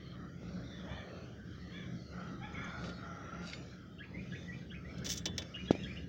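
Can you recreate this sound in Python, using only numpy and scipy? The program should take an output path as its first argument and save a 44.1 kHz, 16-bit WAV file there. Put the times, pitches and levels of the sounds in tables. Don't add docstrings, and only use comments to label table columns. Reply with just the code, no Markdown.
import sys
import numpy as np
from scipy import signal
from scipy.fft import rfft, irfft, next_fast_len
from scipy.io import wavfile
from scipy.ndimage import uniform_filter1d, map_coordinates

SR = 44100
rng = np.random.default_rng(int(sys.argv[2]) if len(sys.argv) > 2 else 0)


def wav_record(signal):
    frames = np.transpose(np.atleast_2d(signal))
    bounded = np.clip(frames, -1, 1)
    quanta = np.round(bounded * 32767).astype(np.int16)
    wavfile.write(sys.argv[1], SR, quanta)


N = 268171

# frequency_hz, level_db
RUSTLE_SPECTRUM = [(1200, -6.5), (2000, 2.5), (3300, 4), (4500, -2.5), (6200, -1.5), (7200, -16),
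                   (8300, -27.5), (12000, -35.5)]
# frequency_hz, level_db
BRUSH_SPECTRUM = [(150, -31), (350, 11.5), (600, 15.5), (1000, -3), (1400, 10), (2000, -29), (3000, -54)]
# frequency_hz, level_db
CRACK_SPECTRUM = [(300, -32), (750, -15), (1300, -15.5), (1850, 1.5), (2500, -9), (3400, 0.5), (4400, -5),
                  (5900, 1.5), (7200, -11.5), (8500, -22.5), (11000, -32.5), (13500, -36), (14600, -25),
                  (15500, -22)]


def amp(db):
    return 10 ** (np.asarray(db) / 20)


def unit(x):
    return x / np.sqrt(np.mean(x ** 2) + 1e-20)


def along(points, hz):
    point_hz, values = np.transpose(points)
    return np.interp(np.log(hz + 1), np.log(point_hz + 1), values)


def level_curve(rows):
    times, levels = np.transpose(rows)
    t = np.arange(N) / SR
    outside_s = np.abs(t - np.clip(t, times[0], times[-1]))
    return np.interp(t, times, levels) - 200 * outside_s


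def wobble(rate, size=N):
    values = rng.standard_normal(int(size * rate / SR) + 4)
    return map_coordinates(values, [np.arange(size) * rate / SR])


def swell(length_s, shape):
    return np.abs(np.sin(np.linspace(0, np.pi, int(length_s * SR)))) ** shape


def filtered(x, response):
    size = next_fast_len(len(x) + 8192)
    return irfft(rfft(x, size) * response(np.fft.rfftfreq(size, 1 / SR)), size)[:len(x)]


def lowpass(cutoff_hz, steepness, response=lambda hz: 1):
    return lambda hz: response(hz) / (1 + (hz / cutoff_hz) ** steepness)


def colour(points, tilt_db=0):
    return lambda hz: amp(along(points, hz) + tilt_db * np.log2((hz + 1) / 4000))


def body(modes):
    return lambda hz: sum(amp(db) * 1j * hz * width / (pitch ** 2 - hz ** 2 + 1j * hz * width)
                          for pitch, width, db in modes)


def noise(response, size=N):
    return unit(filtered(rng.standard_normal(size), response))


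def patchy(x, depth_db):
    hz, _, spectra = signal.stft(x, SR, nperseg=1024)
    patches = uniform_filter1d(rng.standard_normal(spectra.shape), size=6, axis=0)
    patches = uniform_filter1d(patches, size=14, axis=1)
    gain = amp(depth_db * lowpass(7500, 8)(hz[:, None]) * np.tanh(unit(patches)))
    return unit(signal.istft(spectra * gain, nperseg=1024)[1][:N])


def shortest_pulse(points, size=4096):
    cepstrum = irfft(np.log(colour(points)(np.fft.rfftfreq(size, 1 / SR))))
    cepstrum[1:size // 2] *= 2
    cepstrum[size // 2:] = 0
    pulse = irfft(np.exp(rfft(cepstrum)))
    return pulse / np.abs(pulse).max()


def add(track, start_s, sound):
    room = track[round(start_s * SR):][:len(sound)]
    room += sound[:len(room)]


def yard_echo(x):
    # frequency_hz, ring_s
    echo_times = [(200, 0.36), (2500, 0.34), (6000, 0.057), (12000, 0.23)]
    hz, t, spectra = signal.stft(rng.standard_normal(SR // 2), SR, nperseg=256)
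    fade = amp(-60 * t / along(echo_times, hz)[:, None])
    tail = signal.istft(spectra * fade, SR, nperseg=256)[1]
    return signal.fftconvolve(x, tail / np.linalg.norm(tail))[:N]


def background():
    # time_s, level_db
    hum_levels = [(0.0, -48), (0.25, -49.5), (0.91, -48), (1.17, -51), (1.58, -51.5), (1.95, -49.5),
                  (2.3, -50), (2.7, -48), (3.5, -50), (3.8, -49.5), (4.4, -49), (4.85, -48.5),
                  (5.61, -47.5), (6.08, -48)]
    # pitch_hz, width_hz, level_db
    hum_bands = [(72, 6.6, 1.5), (93.1, 8.4, -0.5), (127.6, 21.7, 0), (172.6, 12.9, 3), (271, 33, -15)]
    # frequency_hz, level_db
    air_spectrum = [(30, -25), (100, 3.5), (300, -2), (520, -0.5), (700, -8), (950, -24.5), (1300, -3.5),
                    (2000, -7), (2500, -25), (3100, -12), (4400, -19.5), (6200, -19.5), (8300, -42),
                    (15800, -41)]
    # frequency_hz, level_db
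    hiss_spectrum = [(12500, -26), (13800, -14), (14500, -2), (15800, 0)]
    engine = lowpass(520, 4, body(hum_bands))
    drone = noise(lambda hz: engine(hz) * hz ** 3 / (hz ** 3 + 48 ** 3))
    air = patchy(noise(colour(air_spectrum)), depth_db=9)
    hum_db = level_curve(hum_levels) + 2 + 2 * wobble(12)
    return amp(hum_db) * drone + amp(-60) * air + amp(-85.5) * noise(colour(hiss_spectrum))


def faint_noise_bands():
    # start_s, length_s, pitch_hz, level_db
    bands = [(0, 0.17, 3160, -65.5), (0.119, 0.18, 1280, -60.5), (0.397, 0.41, 5680, -72.5),
             (0.705, 0.41, 1810, -61), (0.852, 0.14, 860, -59.5), (0.944, 0.31, 4360, -69.5),
             (1.087, 0.18, 2580, -68), (1.586, 0.18, 4330, -69.5), (1.702, 0.31, 5810, -76),
             (2.697, 0.27, 4280, -68), (3.052, 0.46, 5780, -70.5), (3.602, 0.21, 5650, -75),
             (4.055, .14, 910, -69.5), (4.307, 0.17, 3540, -63)]
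    out = np.zeros(N)
    for start_s, length_s, pitch_hz, db in bands:
        arch = swell(length_s, 0.095)
        band = body([(pitch_hz, 260, 0)])
        add(out, start_s, amp(db) * arch * noise(lambda hz: band(hz) ** 2, len(arch)))
    return out


def airy_slides():
    # start_s, length_s, start_hz, end_hz, level_db
    slides = [(0.0, 0.16, 4220, 4030, -67.5), (0.467, 0.18, 4380, 4060, -69.5),
              (.63, 0.24, 3480, 3180, -59.5), (1.46, 0.14, 3130, 2900, -68),
              (1.953, 0.2, 4340, 3800, -65.5), (2.27, 0.21, 3760, 3460, -70.5),
              (2.86, 0.15, 4400, 4010, -63.5)]
    out = np.zeros(N)
    for start_s, length_s, start_hz, end_hz, db in slides:
        arch = swell(length_s, 0.5)
        size = len(arch)
        hz = start_hz + (end_hz - start_hz) * np.linspace(0, 1, size) ** 2 + 50 * wobble(35.55, size)
        low_noise = signal.hilbert(noise(lowpass(300, 2), size))
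        band = np.real(low_noise * np.exp(2j * np.pi * np.cumsum(hz) / SR))
        add(out, start_s, amp(db) * arch * band)
    return out


def harsh_bird():
    # start_s, length_s, top_hz, bend (share the ends drop), level_db, tilt_db, rasp (0-1)
    calls = [(0.87, 0.15, 625, 0.19, -54, 3.5, 0.2), (1.697, 0.16, 592, 0.17, -54.5, 2.5, 0.28),
             (2.406, 0.072, 842, 0.065, -50.5, -6, 0.37), (2.537, 0.17, 585.4, 0.19, -51, -4.5, 0.6)]
    # frequency_hz, level_db
    throat_spectrum = [(500, -23.5), (850, -2), (1250, -1.5), (1750, -1), (2300, 2), (2700, -19),
                       (3000, -3.5), (3500, -2), (4000, -31), (7000, -62)]
    out = np.zeros(N)
    for start_s, length_s, top_hz, bend, db, tilt_db, rasp in calls:
        arch = swell(length_s, 1.0)
        size = len(arch)
        jitter = .021 * (wobble(400, size) + .6 * wobble(45, size))
        hz = top_hz * (1 - bend * (1 - arch) + jitter)
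        phase = 2 * np.pi * np.cumsum(hz) / SR
        throat = colour(throat_spectrum, tilt_db)
        voice = sum(throat(k * hz) * np.sin(k * phase) * (1 + min(rasp, .5) * wobble(251.6, size))
                    for k in range(1, 11))
        breath = min(rasp, .4) * noise(throat, size)
        add(out, start_s, amp(db) * np.sqrt(arch) * (unit(voice) + breath))
    return out


def songbird():
    # start_s, start_hz, end_hz, level_db
    flicks = [(3.983, 2750, 3260, -54), (4.311, 2860, 3410, -57.5), (4.7, 2820, 3330, -52.5),
              (5.537, 2920, 3300, -53), (5.656, 3670, 3910, -54.5)]
    slurs = [(3.997, 1640, 2530, -53), (4.319, 1637, 2560, -51), (4.711, 1597, 2490, -52.5),
             (4.99, 1346, 1766, -58.5), (5.553, 1650, 2350, -55.5), (5.68, 1628, 2290, -52),
             (5.84, 1630, 2360, -55.5)]
    lilts = [(2.428, 2150, 2357, -50.5), (4.139, 2006, 2140, -47), (4.175, 2180, 2434, -51.5),
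             (4.478, 1950, 1940, -48.5), (4.52, 2210, 2380, -51), (4.843, 1847, 1990, -53.5),
             (4.888, 2210, 2330, -55), (5.59, 2300, 2450, -51.5), (5.738, 2290, 2464, -50.5),
             (5.79, 2660, 2780, -53.5), (5.892, 2194, 2410, -48)]
    pips = [(2.543, 2245, 2177, -44), (2.563, 2210, 2100, -48.5), (5.543, 2756, 2877, -42),
            (5.648, 2750, 2890, -54), (5.675, 3200, 3364, -47), (5.832, 3440, 3260, -47),
            (5.962, 2740, 2880, -49)]
    chips = [(2.532, 6800, 6300, -64), (2.641, 6660, 6050, -54.5)]
    # notes, length_s, leap_at (share of the note), roughness (0-1)
    kinds = [(flicks, .024, .42, .17), (slurs, .056, .55, .42), (lilts, .032, .3, .16),
             (pips, .024, .25, .24), (chips, .013, .5, .18)]
    out = np.zeros(N)
    for notes, length_s, leap_at, roughness in kinds:
        size = int(length_s * SR)
        glide = (1 + np.tanh((np.linspace(0, 1, size) - leap_at) / 0.21)) / 2
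        for start_s, start_hz, end_hz, db in notes:
            hz = (start_hz + (end_hz - start_hz) * glide) * (1 + .13 * roughness * wobble(900, size))
            level = amp(db) * swell(length_s, 0.32) * (1 + 1.2 * roughness * wobble(418, size))
            add(out, start_s, level * np.sin(2 * np.pi * np.cumsum(hz) / SR))
    return out


def hand():
    # start_s, length_s, rustle_db, brush_db
    strokes = [(0, 0.2, -73, -63), (0.37, 0.29, -68, -50.5), (0.631, 0.79, -65, -47),
               (1.42, 0.73, -66, -65), (2.088, 0.28, -62, -48), (2.437, 0.65, -58.5, -52.5),
               (3.05, 0.34, -67, -54), (3.327, 0.47, -61, -52.5), (4.168, 0.51, -61, -58.5),
               (4.843, 0.42, -60, -50), (5.316, 0.31, -61, -54.5), (5.588, 0.46, -55.5, -56.5)]
    rustle_level, brush_level = np.zeros(N), np.zeros(N)
    for start_s, length_s, rustle_db, brush_db in strokes:
        stroke = swell(length_s, 0.54)
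        add(rustle_level, start_s, amp(rustle_db) * stroke)
        add(brush_level, start_s, amp(brush_db) * stroke)
    rustle = patchy(noise(colour(RUSTLE_SPECTRUM)), depth_db=13)
    brush = patchy(noise(colour(BRUSH_SPECTRUM)), depth_db=4)
    flicker = amp(-1 + 0.89 * wobble(150))
    return rustle_level * flicker * rustle + brush_level * amp(-8) * brush


def finger_taps():
    # start_s, level_db
    taps = [(0.4313, -39.5), (1.582, -46.5), (5.7085, -10), (5.752, -28)]
    # frequency_hz, level_db
    thud_spectrum = [(47, -19), (80, -7), (242, 3.5), (404, -1), (776, -10.5), (1090, -27), (1400, -20),
                     (1780, -38), (3290, -34), (6310, -50), (9000, -62), (11700, -100), (19800, -120)]
    out, t = np.zeros(N), np.arange(SR // 10) / SR
    for start_s, db in taps:
        add(out, start_s, amp(db) * shortest_pulse(thud_spectrum))
        add(out, start_s, amp(db - 30 - 60 * t / 0.08) * noise(colour(RUSTLE_SPECTRUM), len(t)))
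    return out


def steel_ring(t, tilt_db):
    # pitch_hz, level_db, ring_s
    steel_tones = [(1793, -4, .09), (2299, -3, .08), (2649, -5, .09), (2896, -6, .12), (3065, 0, .13),
                   (3472, -1, .24), (3625, -4, .12), (3860, -4, .11), (4538, -13, .08), (4980, -11, .07),
                   (5677, -10, .07), (6081, -11, .07), (7011, -22, .09), (7627, -34, .22)]
    ring = np.zeros(len(t))
    for hz, db, ring_s in steel_tones:
        start_db = db + rng.standard_normal() + tilt_db * np.log2(hz / 4000)
        shimmer = .45 * wobble(150, len(t))
        ring += amp(start_db - 60 * t / ring_s) * np.sin(2 * np.pi * hz * t + shimmer)
    return ring * (1 - np.exp(-t / 0.00081))


def metal_clicks():
    # start_s, level_db, tilt_db (brightness per octave)
    clicks = [(2.839, -41, -6), (2.891, -43.5, -5.5), (4.982, -49, 5), (5.0465, -37, 7), (5.06, -35, 1.5),
              (5.091, -33, 5.5), (5.102, -33.5, 10.5), (5.175, -33, 22), (5.256, -24, 1.5),
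              (5.38, -27, 2.5), (5.419, -39, -3.5), (5.8325, -53.5, 5)]
    # pitch_hz, width_hz, level_db
    shell = [(293, 260, 13.5), (510, 210, 5), (763, 170, -29)]
    out, t = np.zeros(N), np.arange(SR // 3) / SR
    fading_s = np.maximum(t - .004, 0)
    for start_s, db, tilt_db in clicks:
        contact = colour(CRACK_SPECTRUM, tilt_db)
        chatter = amp(5.5 * np.tanh(wobble(900, len(t)))) * (1 - np.exp(-t / 0.00038))
        snap = chatter * noise(lambda hz: contact(hz) * (1 + hz / 6000), len(t))
        snap *= amp(-60 * fading_s / 0.047)
        crack = chatter * noise(lowpass(8500, 8, contact), len(t))
        crack *= amp(-60 * fading_s / .036) + amp(-20 - 60 * t / .11)
        knock = noise(body(shell), len(t)) * amp(-60 * t / 0.15) * (1 - np.exp(-t / 0.0078))
        knock = filtered(knock, lowpass(1500, 4))
        knock_db = -9 - 1.7 * abs(tilt_db)
        ring = steel_ring(t, tilt_db)
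        click = amp(-10) * crack + amp(-18) * snap + amp(-15) * ring + amp(knock_db) * knock
        add(out, start_s, amp(db) * click)
    return out


def metal_scrapes():
    # start_s, length_s, level_db, tilt_db (brightness per octave)
    scrapes = [(5.045, 0.055, -45.5, 4.5), (5.089, 0.06, -37, 7), (5.152, 0.046, -48.5, 6)]
    out, t = np.zeros(N), np.arange(SR // 3) / SR
    for start_s, length_s, db, tilt_db in scrapes:
        size = int(length_s * SR)
        slips = rng.standard_normal(size) * amp(3.8 * wobble(1500, size) + 2 * wobble(250, size))
        early_swell = np.abs(np.sin(np.pi * np.linspace(0, 1, size) ** 0.61)) ** 0.57
        scrape = amp(db) * early_swell * unit(filtered(slips, colour(CRACK_SPECTRUM, tilt_db)))
        add(out, start_s, scrape)
        add(out, start_s, amp(-42) * signal.fftconvolve(scrape, steel_ring(t, tilt_db)))
    return out


def lever_grating():
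    # pitch_hz, width_hz, level_db
    lever_bands = [(2850, 200, 0.5), (3830, 220, 4.5), (4590, 190, 7), (5400, 230, -4), (6200, 110, -12),
                   (6650, 30, 2), (8100, 120, -12), (10400, 230, -4)]
    # start_s, length_s, squeak_db, grind_db
    grates = [(2.778, .16, -59, -51.5), (3.41, 0.17, -54, -77)]
    # start_s, level_db
    catches = [(2.861, -51), (3.458, -51), (3.467, -49), (3.474, -42.5), (3.481, -46), (3.49, -49),
               (3.4982, -45), (3.513, -51), (3.526, -51)]
    out, t = np.zeros(N), np.arange(SR // 10) / SR
    metallic = lowpass(7400, 10, body(lever_bands))
    for start_s, length_s, squeak_db, grind_db in grates:
        size = int(length_s * SR)
        stroke = np.sin(np.pi * np.linspace(0, 1, size) ** 1.07)
        slips = rng.standard_normal(size) * amp(2.5 * (wobble(1200, size) + np.tanh(wobble(199, size))))
        squeak = amp(squeak_db) * unit(filtered(slips, metallic))
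        grind = amp(grind_db) * noise(colour(BRUSH_SPECTRUM), size)
        add(out, start_s, stroke * (squeak + grind))
    for start_s, db in catches:
        add(out, start_s, amp(db - 60 * t / .02) * noise(metallic, len(t)))
    return out


def lever_stop():
    # pitch_hz, level_db, ring_s
    lever_tones = [(1535, -9, 0.11), (2170, 3.5, 0.046), (2440, -3, 0.03), (3030, -13, .04),
                   (3640, -8, 0.084), (4250, -19, 0.064), (4470, -9, 0.11), (7000, -21.5, 0.53)]
    out, t = np.zeros(N), np.arange(SR // 2) / SR
    ring = sum(amp(db - 60 * t / ring_s) * np.sin(2 * np.pi * hz * t + 0.32 * wobble(300, len(t)))
               for hz, db, ring_s in lever_tones)
    crack = noise(lowpass(5200, 4, colour(CRACK_SPECTRUM)), len(t)) * amp(-60 * t / 0.049)
    hit = (amp(-41) * ring + amp(-41.5) * crack) * (1 - np.exp(-t / .0005))
    add(out, start_s=3.5316, sound=filtered(hit, lowpass(8200, 8)))
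    return out


def valve():
    # time_s, level_db, pitch_hz
    turn = [(2.099, -82, 1450), (2.137, -57, 1420), (2.226, -51.5, 1354), (2.36, -58.5, 1288),
            (2.458, -59, 1311), (2.68, -48.5, 1406), (2.79, -50, 1424), (2.96, -59, 1395),
            (3.064, -50, 1366), (3.3, -53.5, 1336), (3.428, -51, 1397), (3.58, -64.5, 1445)]
    # pitch_multiple, level_db
    singing_tones = [(.5, -16.5), (1, -6.5), (1.5, -20)]
    # pitch_hz, width_hz, level_db
    valve_bands = [(675, 71, -4), (820, 52, -3), (1260, 260, -3.5), (1882, 61, -3)]
    times, _, pitches = np.transpose(turn)
    hz = np.interp(np.arange(N) / SR, times, pitches)
    low_noise = noise(lowpass(96, 2))
    hoarse = np.sqrt(2) * low_noise * np.cos(2 * np.pi * np.cumsum(hz) / SR + wobble(60))
    phase = 2 * np.pi * np.cumsum(hz * (1 + .012 * wobble(70))) / SR
    tone = sum(amp(db + 3.2 * wobble(45)) * np.sqrt(2) * np.sin(k * phase) for k, db in singing_tones)
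    friction = noise(lowpass(2300, 8, body(valve_bands)))
    turn_db = level_curve([row[:2] for row in turn])
    return amp(turn_db) * (tone + amp(-5) * hoarse + amp(-4.5) * friction)


def scene():
    knocks = metal_clicks() + metal_scrapes() + finger_taps() + lever_stop()
    song, calls = songbird(), harsh_bird()
    birds = song + amp(-3) * yard_echo(song) + amp(-1) * (calls + amp(-1) * yard_echo(calls))
    no_echo = background() + hand() + faint_noise_bands() + airy_slides() + valve() + lever_grating()
    return (no_echo + knocks + amp(-19) * yard_echo(knocks) + birds)[None]


def record(dry):
    return filtered(dry[0], lambda hz: hz < 15850)[None]


dry = scene()
out = record(dry)
wav_record(out)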